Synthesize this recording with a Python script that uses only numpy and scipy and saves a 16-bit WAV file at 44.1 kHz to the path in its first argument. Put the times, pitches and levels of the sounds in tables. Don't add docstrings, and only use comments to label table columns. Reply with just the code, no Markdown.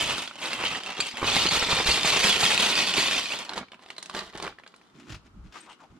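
import sys
import numpy as np
from scipy import signal
from scipy.fft import rfft, irfft, next_fast_len
from scipy.io import wavfile
from scipy.ndimage import uniform_filter1d

SR = 44100
rng = np.random.default_rng(int(sys.argv[2]) if len(sys.argv) > 2 else 0)


def store_wav(level_fs):
    pcm = np.round(np.clip(np.atleast_2d(level_fs), -1, 1) * 32767)
    wavfile.write(sys.argv[1], SR, pcm.T.astype(np.int16))


N = 264284
T = np.arange(4096) / SR


# t/s, hold/s, clatter level/dB, tabletop/dB re clatter, film/dB re clatter
TUGS = [(0.0, 0.032, -28.5, -8, -4.5), (0.085, 0.038, -29, -5, -8.5), (0.177, 0.05, -35.5, -5, -7.5),
        (0.357, 0.078, -46.5, -3.5, -12), (0.428, 0.042, -34.5, -3, -8.5),
        (0.506, 0.046, -35.5, -3.5, -8.5), (0.606, .0053, -34, 1.5, -14), (0.654, 0.018, -30, -8.5, -19),
        (.715, 0.057, -36, -1, -16), (0.866, 0.054, -38, -2, -29), (0.978, 0.014, -38.5, -2.5, -21),
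        (1.023, 0.063, -35.5, -10, -11), (1.169, 0.12, -40, 0.5, -7)]
CLUMPS = [(1.273, 0.043, -27, -5.5, -17), (1.347, 0.045, -24.5, -7.5, -13), (1.416, 0.022, -27, -8, -14),
          (1.52, 0.053, -25.5, -5.5, -9.5), (1.617, 0.034, -30, -6, -17), (1.7, 0.03, -25.5, -5, -18),
          (1.761, 0.042, -29, -3.5, -13.5), (1.87, 0.051, -23.5, -11, -10),
          (1.945, 0.047, -28.5, -7.5, -10.5), (2.055, 0.046, -24, -8.5, -8),
          (2.126, 0.047, -25.5, -4.5, -11.5), (2.194, 0.026, -26.5, -18, -7),
          (2.238, 0.058, -22, -11.5, -7.5), (2.327, 0.041, -27.5, -7, -10),
          (2.405, 0.023, -26.5, -11, -3.5), (2.436, 0.029, -23.5, -9, -7), (2.495, 0.051, -26.5, -6.5, -7),
          (2.598, 0.043, -23.5, -8, -8.5), (2.664, .06, -27.5, -9, -7.5), (2.771, 0.051, -25, -9, -11.5),
          (2.875, 0.021, -28.5, -12.5, -11), (2.947, 0.017, -30.5, -6, -9), (2.972, 0.054, -25, -10, -9),
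          (3.058, 0.027, -28, -10, -11), (3.118, 0.082, -30, -9, -11), (3.23, 0.064, -35.5, -10, -13),
          (3.31, .045, -34.5, -5.5, -10), (3.398, 0.032, -39.5, -2, -11)]
TRICKLE = [(1.243, 1.94, -32.5, -5.5, -16.5)]
# f/Hz, level/dB
BAGGED_TONE = [(880, -54.5), (1500, -10), (2390, -8), (2630, -2), (4230, -8), (4650, -9.5), (5150, -10),
               (7140, -16), (8450, -19), (14000, -38.5)]
LOOSE_TONE = [(940, -13), (1600, -9), (2250, -8), (2500, -3), (2860, -2.5), (3140, -4.5), (3680, -2),
              (4480, -4), (5210, -6.5), (8010, -15), (10100, -21.5), (13000, -28), (15000, -40.5)]
def pour():
    tug_clatter, tug_board, tug_film = swells(TUGS, rise_s=0.023, fall_s=0.045)
    clatter, board, film = swells(CLUMPS + TRICKLE, rise_s=0.012, fall_s=0.036)
    first_hits = [(s, 0, db + board_db - 8) for s, _, db, board_db, _ in CLUMPS]
    jolts, = swells(first_hits, rise_s=0.012, fall_s=0.029)
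    board = np.hypot(board, jolts)
    inside = heap(tug_clatter, tug_board, tug_film, BAGGED_TONE, hits_per_s=1300, t60=0.03,
                  crack_db=-0.5, film_db=-1.5, crinkles_per_s=900, crinkle_range_db=6)
    spill = heap(clatter, board, film, LOOSE_TONE, hits_per_s=1550, t60=0.036,
                 crack_db=-2.5, film_db=0, crinkles_per_s=1900, crinkle_range_db=2)
    weight = tug_board * fade_from(TUGS[0][0], db=-15, db_per_s=15)
    weight += board * fade_from(CLUMPS[0][0], db=-10, db_per_s=8)
    return inside + spill + weight * rumble()


# f/Hz, level/dB
KNOCK_TONE = [(60, -40.5), (115, -11), (190, 3), (290, -0.5), (420, 1.5), (700, 1.5), (950, 4), (1300, 3),
              (1700, -2.5), (2400, 0), (4000, -120)]
FILM_TONE = [(40, -12.5), (250, 9.5), (2350, 9), (4000, -49.5), (4660, -34.5), (6400, 6.5), (9360, 4),
             (13000, -9), (15500, -59)]
def heap(clatter, board, film, tone, hits_per_s, t60, crack_db, film_db, crinkles_per_s,
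         crinkle_range_db):
    hits = contacts(hits_per_s, range_db=7, flow=clatter)
    bricks = [brick(t60, crack_db) for _ in range(150)]
    spots = [burst(0.035) for _ in range(200)]
    folds = [burst(0.011) for _ in range(60)]
    x = amp(0.1) * clatter * patter(hits, bricks, tone, pan_db=-0.5, width_db=1.5)
    x += board * patter(hits, spots, KNOCK_TONE, pan_db=-2, width_db=3.5)
    crinkles = contacts(crinkles_per_s, crinkle_range_db, flow=film)
    return x + amp(film_db) * film * patter(crinkles, folds, FILM_TONE, pan_db=-3, width_db=7)


WALL_PITCHES = [2137, 2500, 2602, 2765, 3070, 3150, 3460, 3888, 4410, 4610]
def brick(t60, crack_db):
    wall_hz = rng.choice(WALL_PITCHES) * np.exp(0.035 * rng.standard_normal())
    hz = np.append(wall_hz, rng.uniform(1800, 14000, 5))
    mode_t60 = t60 * np.exp(0.3 * rng.standard_normal(len(hz))) * (3000 / hz) ** 0.3
    shell = ring(np.column_stack([hz, rng.normal(0, 4.5, len(hz)), mode_t60]))
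    return unit(shell) + amp(crack_db) * unit(burst(0.0066))


# t/s, crack peak/dB, f/Hz, ring peak/dB
CLACKS = [(0.009, -20, 3144, -17), (0.532, -14, 2680, -24), (0.653, -23, 2930, -20.5),
          (.662, -25, 3040, -19), (0.715, -30, 2560, -24), (.749, -26, 1895, -25), (.756, -25.5, 3110, -24),
          (.835, -23.5, 3060, -29.5), (0.8618, -27, 2760, -30), (1.1705, -21, 2670, -27),
          (1.276, -20.5, 2530, -17), (1.331, -25.5, 6700, -26.5), (1.35, -20, 3930, -19),
          (1.365, -15.5, 2170, -17), (1.398, -15.5, 4479, -20.5), (1.464, -13, 4130, -17),
          (1.47, -17.5, 2960, -17), (1.488, -22, 4490, -13.5), (1.5103, -17.5, 4393, -20),
          (1.567, -18.5, 2830, -20.5), (1.596, -21, 5470, -17.5), (1.627, -23.5, 7430, -25.5),
          (1.713, -14, 4651, -22), (1.749, -23, 8096, -24.5), (1.864, -16, 4080, -22),
          (1.872, -21, 3876, -16), (1.892, -16, 2530, -19), (1.914, -21, 4660, -15),
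          (1.958, -17, 3830, -22.5), (2.0324, -11, 3600, -21), (2.075, -17, 4307, -23),
          (2.096, -16.5, 3962, -16.5), (2.122, -20, 2326, -25.5), (2.16, -15, 2730, -19.5),
          (2.164, -19, 6977, -23), (2.24, -18, 2340, -21), (2.294, -23.5, 3400, -15.5),
          (2.301, -24, 3400, -12.5), (2.327, -13.5, 3230, -14), (2.333, -19, 3200, -14.5),
          (2.362, -16, 2480, -18.5), (2.408, -17.5, 4630, -20), (2.44, -17, 2540, -17.5),
          (2.463, -18, 3200, -13.5), (2.509, -14, 3160, -16), (2.518, -14.5, 2490, -19),
          (2.545, -21, 4500, -22), (2.5773, -9, 2650, -21.5), (2.639, -13.5, 3930, -20.5),
          (2.7, -18, 4400, -21), (2.726, -21.5, 2498, -22.5), (2.754, -12.5, 4730, -18),
          (2.76, -18.5, 2540, -19), (2.777, -20, 4737, -21.5), (2.789, -17.5, 2440, -19),
          (2.872, -17.5, 2570, -21), (2.894, -24.5, 3150, -19), (2.939, -14, 2630, -28.5),
          (2.978, -15, 2326, -18), (3.028, -19.5, 4670, -21), (3.084, -19, 3120, -23),
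          (3.111, -16, 2584, -22), (3.129, -16.5, 3240, -21), (3.179, -19.5, 2646, -17.5),
          (3.183, -22, 3150, -17.5), (3.257, -27.5, 2460, -24.5), (3.304, -25, 2498, -25.5),
          (3.321, -19.5, 2720, -22.5)]
# f/Hz, level/dB
CRACK_TONE = [(300, -15), (1200, -7.5), (2400, -0.5), (4400, -4), (6000, -13.5), (9000, -12),
              (15000, -37.5)]
def clacks(t60=0.04, rebound_s=0.0076, rebound_db=-7):
    x = np.zeros((2, N))
    for s, crack_db, hz, ring_db in CLACKS:
        lower, upper, top = hz * rng.uniform([0.62, 1.1, 1.7], [0.93, 1.5, 2.3])
        modes = [(hz, 0, t60), (lower, -9, t60 * 0.42), (upper, -11, t60 * 0.5), (top, -19, t60 * 0.5)]
        shell = crest(ring(modes))
        add(x, s, amp(crack_db) * crest(colour(scuff(0.0019), CRACK_TONE)))
        add(x, s, amp(ring_db) * shell)
        add(x, s + rebound_s * rng.uniform(0.6, 1.1), amp(ring_db + rebound_db) * shell)
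    return x


# t/s, peak/dB
DOUBLE_CLICK = [(1.003, -14), (1.006, -18)]
# f/Hz, relative level/dB, t60/s
BRICK_MODES = [(2300, -5, 0.03), (2520, -3, 0.04), (3320, -18, .1), (4646, 0, .042), (5512, -10, 0.04),
               (7130, 0, .026), (8190, -7, .04)]
def slipping_brick():
    x = np.zeros((2, N))
    for s, db in DOUBLE_CLICK:
        add(x, s, amp(db) * crest(colour(scuff(0.0027), CRACK_TONE)))
        add(x, s + 0.0015, amp(db) * crest(ring(BRICK_MODES)))
    return x


# t/s, hold/s, relative level/dB
LEANS = [(.03, 0.11, -41), (.58, 0.15, -49), (1.0, 0.0146, -46), (1.228, 0.022, -37), (1.725, 0.011, -40),
         (1.886, 0.019, -34), (3.575, 0.043, -49.5), (4.15, 0.13, -57), (4.36, 0.16, -54),
         (4.94, 0.073, -65), (5.108, 0.051, -36.5), (5.22, 0.11, -54.5), (5.355, 0.12, -40),
         (5.91, .015, -49)]
# t/s, thud peak/dB, f/Hz, knock peak/dB
LANDINGS = [(.611, -35, 700, -36), (0.993, -31, 400, -24), (1.14, -35, 200, -42), (1.217, -36, 900, -22),
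            (1.228, -21.5, 111, -16.5), (1.242, -30.5, 110, -17.5), (1.364, -22, 280, -26),
            (1.454, -22, 199, -18), (1.624, -26, 130, -15.5), (1.686, -23.5, 1000, -20.5),
            (1.723, -19.5, 1200, -23.5), (1.728, -24.5, 120, -32), (1.787, -34, 135, -17),
            (1.799, -31, 1050, -15.5), (1.86, -23, 220, -36), (1.886, -17, 65, -24.5),
            (1.976, -25.5, 400, -23), (2.047, -19.5, 850, -21.5), (2.162, -22, 900, -24.5),
            (2.246, -24, 200, -17.5), (2.429, -21.5, 850, -24.5), (2.98, -22.5, 410, -25),
            (3.341, -34, 900, -30), (3.61, -36, 200, -34), (3.629, -55, 300, -29), (4.35, -30.5, 350, -44),
            (4.465, -39, 600, -33)]
# f/Hz, level/dB
THUD_TONE = [(25, -15), (70, -9), (170, 6), (300, -3.5), (1100, -2), (2000, -23.5), (6000, -76.5),
             (10000, -120)]
def table():
    weight, = swells(LEANS, rise_s=0.012, fall_s=0.022)
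    x = amp(-5.5) * weight * rumble()
    for s, thud_db, hz, knock_db in LANDINGS:
        main_mode = ring([(hz, 0, 0.039 * (200 / hz) ** 0.11)])
        dense_modes = amp(-3) * crest(colour(burst(0.069), THUD_TONE))
        add(x, s, amp(thud_db) * crest(main_mode + dense_modes))
        add(x, s, amp(knock_db) * crest(colour(burst(0.041), KNOCK_TONE)))
    return x


# f/Hz, level/dB
RUMBLE_TONE = [(15, -30), (35, -4), (75, -0.5), (125, -3), (170, -7.5), (230, -22.5), (400, -63.5),
               (800, -120)]
def rumble():
    hits = contacts(rate=320, range_db=1)
    return patter(hits, [burst(0.027) for _ in range(80)], RUMBLE_TONE, pan_db=-0.5, width_db=3.5)


# t/s, hold/s, crumple level/dB, crackle/dB re crumple
SQUEEZES = [(3.495, 0.031, -41.5, -10), (3.565, 0.02, -35, -6.5), (3.735, 0.018, -57.5, -16),
            (3.828, 0.0062, -52, -2.5), (4.152, 0.042, -36.5, -2), (4.218, .005, -42, -5.5),
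            (4.355, 0.028, -43.5, -2.5), (4.43, 0.045, -36, -7)]
RUSTLES = [(3.885, 0.053, -58, 0), (3.998, .085, -58.5, 1.5), (4.2, 0.098, -52, 0.5),
           (4.696, 0.21, -70.5, 2.5)]
# t/s, peak/dB, f/Hz, treble at 6.5 kHz/dB
SNAPS = [(0.047, -26, 3400, 1), (.108, -19, 2750, -12), (.181, -17.5, 1290, 5.5), (.276, -23.5, 3440, -4),
         (0.311, -28.5, 1350, -27), (.356, -32.5, 3000, 3), (.457, -18, 3670, -4), (.638, -11.5, 2950, -34),
         (.893, -25.5, 716, -19), (0.969, -28.5, 4020, -3), (1.068, -24.5, 8200, 6.5),
         (3.389, -22.5, 3430, 16), (3.4934, -20, 4180, 1.5), (3.524, -29, 1065, -12),
         (3.535, -21, 1520, 4.5), (3.562, -30, 1300, 10), (3.578, -19.5, 985, 5), (3.587, -32, 1100, -14),
         (3.684, -41.5, 2300, -20), (3.719, -32.5, 2970, -6.5), (3.733, -36, 1030, -24),
         (3.744, -36, 2830, -27), (3.793, -43, 1000, -16), (3.861, -36, 764, -5), (3.888, -40, 3500, -6),
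         (3.903, -25, 2980, -1.5), (3.965, -36, 4450, 3), (3.982, -24, 4030, 5), (4.027, -26, 2120, 15),
         (4.059, -29.5, 2650, 14), (4.097, -25, 1130, 1.5), (4.112, -35, 1010, -9), (4.148, -20, 755, -2),
         (4.166, -23.5, 570, 0), (4.191, -20.5, 4270, 5), (4.334, -37, 1100, -20), (4.375, -33, 1300, 17),
         (4.4, -24.5, 990, -3), (4.425, -24, 1100, 9), (4.477, -25.5, 1520, -33), (4.525, -39.5, 1490, -36),
         (4.586, -35.5, 1800, -28), (4.598, -38.5, 970, -24), (4.636, -39, 2460, -26),
         (4.664, -36.5, 1590, -14), (4.676, -38, 1550, 8), (4.74, -40, 1410, -21), (4.762, -43.5, 920, 23),
         (4.813, -44.5, 960, -21)]
# f/Hz, level/dB
CRUMPLE_TONE = [(76, -23), (130, -17), (189, 4), (246, -6.5), (377, 0.5), (543, -6), (655, -1.5),
                (1000, -1), (2600, -11.5), (3380, -18), (5720, -120)]
CRACKLE_TONE = [(1180, -34), (2000, -3.5), (2590, -43), (2790, -7), (4110, -8.5), (6040, -17),
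                (8960, -22.5), (12300, -32), (15500, -45)]
CREASE_TONE = [(80, -20), (300, -0.5), (1500, 2), (4300, 3), (6000, -9), (9000, -8.5), (15000, -47)]
def bag():
    handling = swells(SQUEEZES + RUSTLES, rise_s=0.016, fall_s=0.02)
    quiver = swells([(s, 0, db - 21.5) for s, db, _, _ in SNAPS], rise_s=0.001, fall_s=0.0099)
    crumple, crackle = np.hypot(handling, quiver)
    hits = contacts(rate=700, range_db=6.5, flow=crumple > amp(-110))
    buckles = [burst(0.053) for _ in range(80)]
    ticks = [burst(0.008) for _ in range(80)]
    x = crumple * patter(hits, buckles, CRUMPLE_TONE, pan_db=-1.5, width_db=-1)
    x += amp(-0.5) * crackle * patter(hits, ticks, CRACKLE_TONE, pan_db=-0.5, width_db=5.5)
    for s, db, hz, treble_db in SNAPS:
        snap = crest(colour(scuff(0.0031), CREASE_TONE)) + 0.73 * ring([(hz, 0, 0.016)])
        add(x, s, amp(db) * crest(colour(snap, [(2500, 0), (6500, treble_db)])))
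    return x


# t/s, hold/s, relative scrape level/dB, drag offset/dB
SLIDES = [(4.955, 0.14, -59.5, 8.5), (5.1, 0.028, -44.5, -2), (5.262, 0.0046, -58.5, 3.5),
          (5.36, 0.038, -73.5, 15), (5.455, 0.018, -60.5, 5.5), (5.552, 0.038, -46.5, -13),
          (5.625, 0.041, -55, -4), (5.7, 0.032, -53, -15), (5.81, 0.041, -61, -3), (5.91, .008, -67, 13.5),
          (5.958, 0.007, -65, 17)]
# t/s, relative peak/dB
CATCHES = [(4.998, -40.5), (5.096, -38), (5.121, -36), (5.145, -32), (5.524, -41), (5.54, -43),
           (5.802, -48)]
# t/s, length/s, start f/Hz, end f/Hz, level/dB
RUBS = [(5.538, .055, 1155, 1300, -46), (5.602, 0.02, 8320, 8430, -51), (5.609, 0.06, 8350, 8320, -66),
        (5.682, 0.07, 8400, 8400, -67), (5.657, .085, 956, 1146, -50), (5.686, 0.058, 2810, 2920, -53),
        (5.789, .04, 1402, 1050, -55), (5.802, .065, 981, 740, -53)]
# f/Hz, level/dB
SLEEVE_TONE = [(210, -43), (350, 0.5), (499, -10.5), (556, -6.5), (1400, -2.5), (1940, -3.5), (2900, -3.5),
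               (7320, -13.5), (8280, -20), (9370, -22), (14000, -38)]
DRAG_TONE = [(60, -36), (120, -9), (180, 0.5), (300, 2), (420, -11.5), (800, -44), (2000, -120)]
def arm():
    scrape, drag = swells(SLIDES, rise_s=0.016, fall_s=0.016)
    slips = contacts(rate=2000, range_db=12, flow=drag > amp(-110))
    fibres = [burst(0.01045) for _ in range(80)]
    x = amp(-1) * scrape * patter(slips, fibres, SLEEVE_TONE, pan_db=3.5, width_db=7.5, lag=0)
    for s, db in CATCHES:
        add(x, s, amp(db - 0.5) * crest(colour(burst(0.1), SLEEVE_TONE)), pan_db=3, lag=0)
    for s, length_s, start_hz, end_hz, db in RUBS:
        add(x, s, amp(db) * rub(length_s, start_hz, end_hz), pan_db=5, lag=0)
    return x + amp(-3) * drag * patter(slips, fibres, DRAG_TONE, pan_db=-3, width_db=1, lag=0)


def rub(length_s, start_hz, end_hz, t60=0.0036):
    progress = np.linspace(0, 1, int(length_s * SR))
    grip = rng.standard_normal((2, len(progress) + len(T) - 1))
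    decay = T * amp(-60 * T / t60)
    cos_gain, sin_gain = signal.fftconvolve(grip, decay[None], "valid", axes=1)
    phase = 2 * np.pi * np.cumsum(start_hz + (end_hz - start_hz) * progress) / SR
    return np.sin(np.pi * progress) * unit(cos_gain * np.cos(phase) + sin_gain * np.sin(phase))


# f/Hz, t60/s
ROOM_DECAY = [(150, 0.082), (1000, 0.11), (4000, 0.34), (12000, 0.015)]
def room(x, shelves_db, tail_db, shelves_t60, hop=9000):
    crossfade = np.sin(np.pi * np.arange(2 * hop) / (2 * hop))
    delay = round(0.0016 * SR)
    padded = np.pad(x, ((0, 0), (hop, SR)))
    out = padded.copy()
    for start in range(0, N + hop, hop):
        hz, t, bands = signal.stft(diffuse(SR // 4), SR, nperseg=256)
        decay = amp(-60 * t / along(ROOM_DECAY, hz)[:, None])
        tail = signal.istft(bands * decay, SR, nperseg=256)[1]
        shelves = diffuse(len(T)) * amp(-60 * T / shelves_t60)
        paths = amp(tail_db) * tail / np.linalg.norm(tail[0])
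        paths[:, :len(T)] += amp(shelves_db) * shelves / np.linalg.norm(shelves[0])
        echoes = signal.fftconvolve(crossfade * padded[:, start:start + 2 * hop], paths, axes=1)
        out[:, start + delay:][:, :echoes.shape[1]] += echoes
    return out[:, hop:hop + N]


# f/Hz, level/dB
AIR_TONE = [(15, -25.5), (25, -22.5), (90, -6.5), (237, 4), (373, 1), (558, -6.5), (1350, -1.5),
            (1670, -13), (6900, -25.5), (12100, -34.5), (15000, -58)]
def room_tone():
    return amp(-61.5) * unit(colour(diffuse(N), AIR_TONE))


def diffuse(size):
    mid, side = rng.standard_normal((2, size))
    side = colour(side, [(100, -7.5), (700, -5), (3000, 1.5)])
    return np.array([mid + side, mid - side])


def swells(rows, rise_s, fall_s):
    s, hold, db, *offsets = np.transpose(rows)[..., None]
    t = np.arange(0, N, 32) / SR
    shape = np.exp(-np.maximum(s - t, 0) / rise_s - np.maximum(t - s - hold, 0) / fall_s)
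    curves = [np.linalg.norm(amp(db + offset) * shape, axis=0) for offset in [0] + offsets]
    return [np.interp(np.arange(N) / SR, t, curve) for curve in curves]


def fade_from(start_s, db, db_per_s):
    return amp(db - db_per_s * np.maximum(np.arange(N) / SR - start_s, 0))


def contacts(rate, range_db, flow=None, count=14000):
    when, chance, piece, softness = rng.random((count, 4)).T
    place = rng.standard_normal(count)
    if flow is not None:
        rate = rate * np.sqrt(flow[(when * N).astype(int)] / flow.max())
    rows = np.column_stack([when * N / SR, amp(-range_db * softness), piece, place])
    return rows[chance < rate * N / SR / count]


def patter(hits, voices, tone, pan_db, width_db, lag=1.7):
    x = np.zeros((2, N))
    for s, gain, piece, place in hits:
        voice = voices[int(piece * len(voices))]
        add(x, s, gain * voice, pan_db + width_db * place, round(lag + 0.7 * place))
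    x = colour(x, tone)
    power = np.mean(x ** 2, axis=0)
    power = np.abs(uniform_filter1d(uniform_filter1d(power, size=1500), size=1500))
    return x / np.sqrt(power + 1e-3 * power.mean())


def ring(modes):
    hz, db, t60 = np.transpose(modes)[..., None]
    polarity = rng.choice([-1, 1], hz.shape)
    return np.sum(polarity * amp(db - 60 * T / t60) * np.sin(2 * np.pi * hz * T), axis=0)


def burst(t60):
    return rng.standard_normal(len(T)) * amp(-60 * T / t60)


def scuff(length_s):
    return rng.standard_normal(len(T)) / (1 + (T / length_s) ** 4)


def add(track, s, wave, pan_db=-1.5, lag=2):
    for side, sign, late in zip(track, (1, -1), (lag, 0)):
        part = side[max(0, round(s * SR) + late):][:len(wave)]
        part += amp(sign * pan_db / 2) * wave[:len(part)]


def colour(x, tone, size=4096):
    gain = amp(along(tone, np.fft.rfftfreq(size, 1 / SR)))
    cepstrum = irfft(np.log(gain + 1e-6))
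    cepstrum[1:size // 2] *= 2
    cepstrum[size // 2 + 1:] = 0
    impulse = irfft(np.exp(rfft(cepstrum)))
    m = next_fast_len(x.shape[-1] + size)
    return irfft(rfft(x, m) * rfft(impulse, m), m)[..., :x.shape[-1]]


def along(points, hz):
    f, values = np.transpose(points)
    return np.interp(np.log(hz + 1), np.log(f + 1), values)


def amp(db):
    return 10 ** (np.asarray(db) / 20)


def unit(x):
    return x / np.sqrt(np.mean(x ** 2) + 1e-20)


def crest(x):
    return x / np.abs(x).max()


def scene():
    air = room_tone()
    direct = pour() + clacks() + slipping_brick() + table() + bag() + arm()
    return room(direct, shelves_db=-9, tail_db=-14, shelves_t60=0.045) + air


def record(dry):
    m = next_fast_len(N + SR // 2)
    passband = np.fft.rfftfreq(m, 1 / SR) < 15700
    return irfft(rfft(dry, m) * passband, m)[:, :N]


dry = scene()
out = record(dry)
store_wav(out)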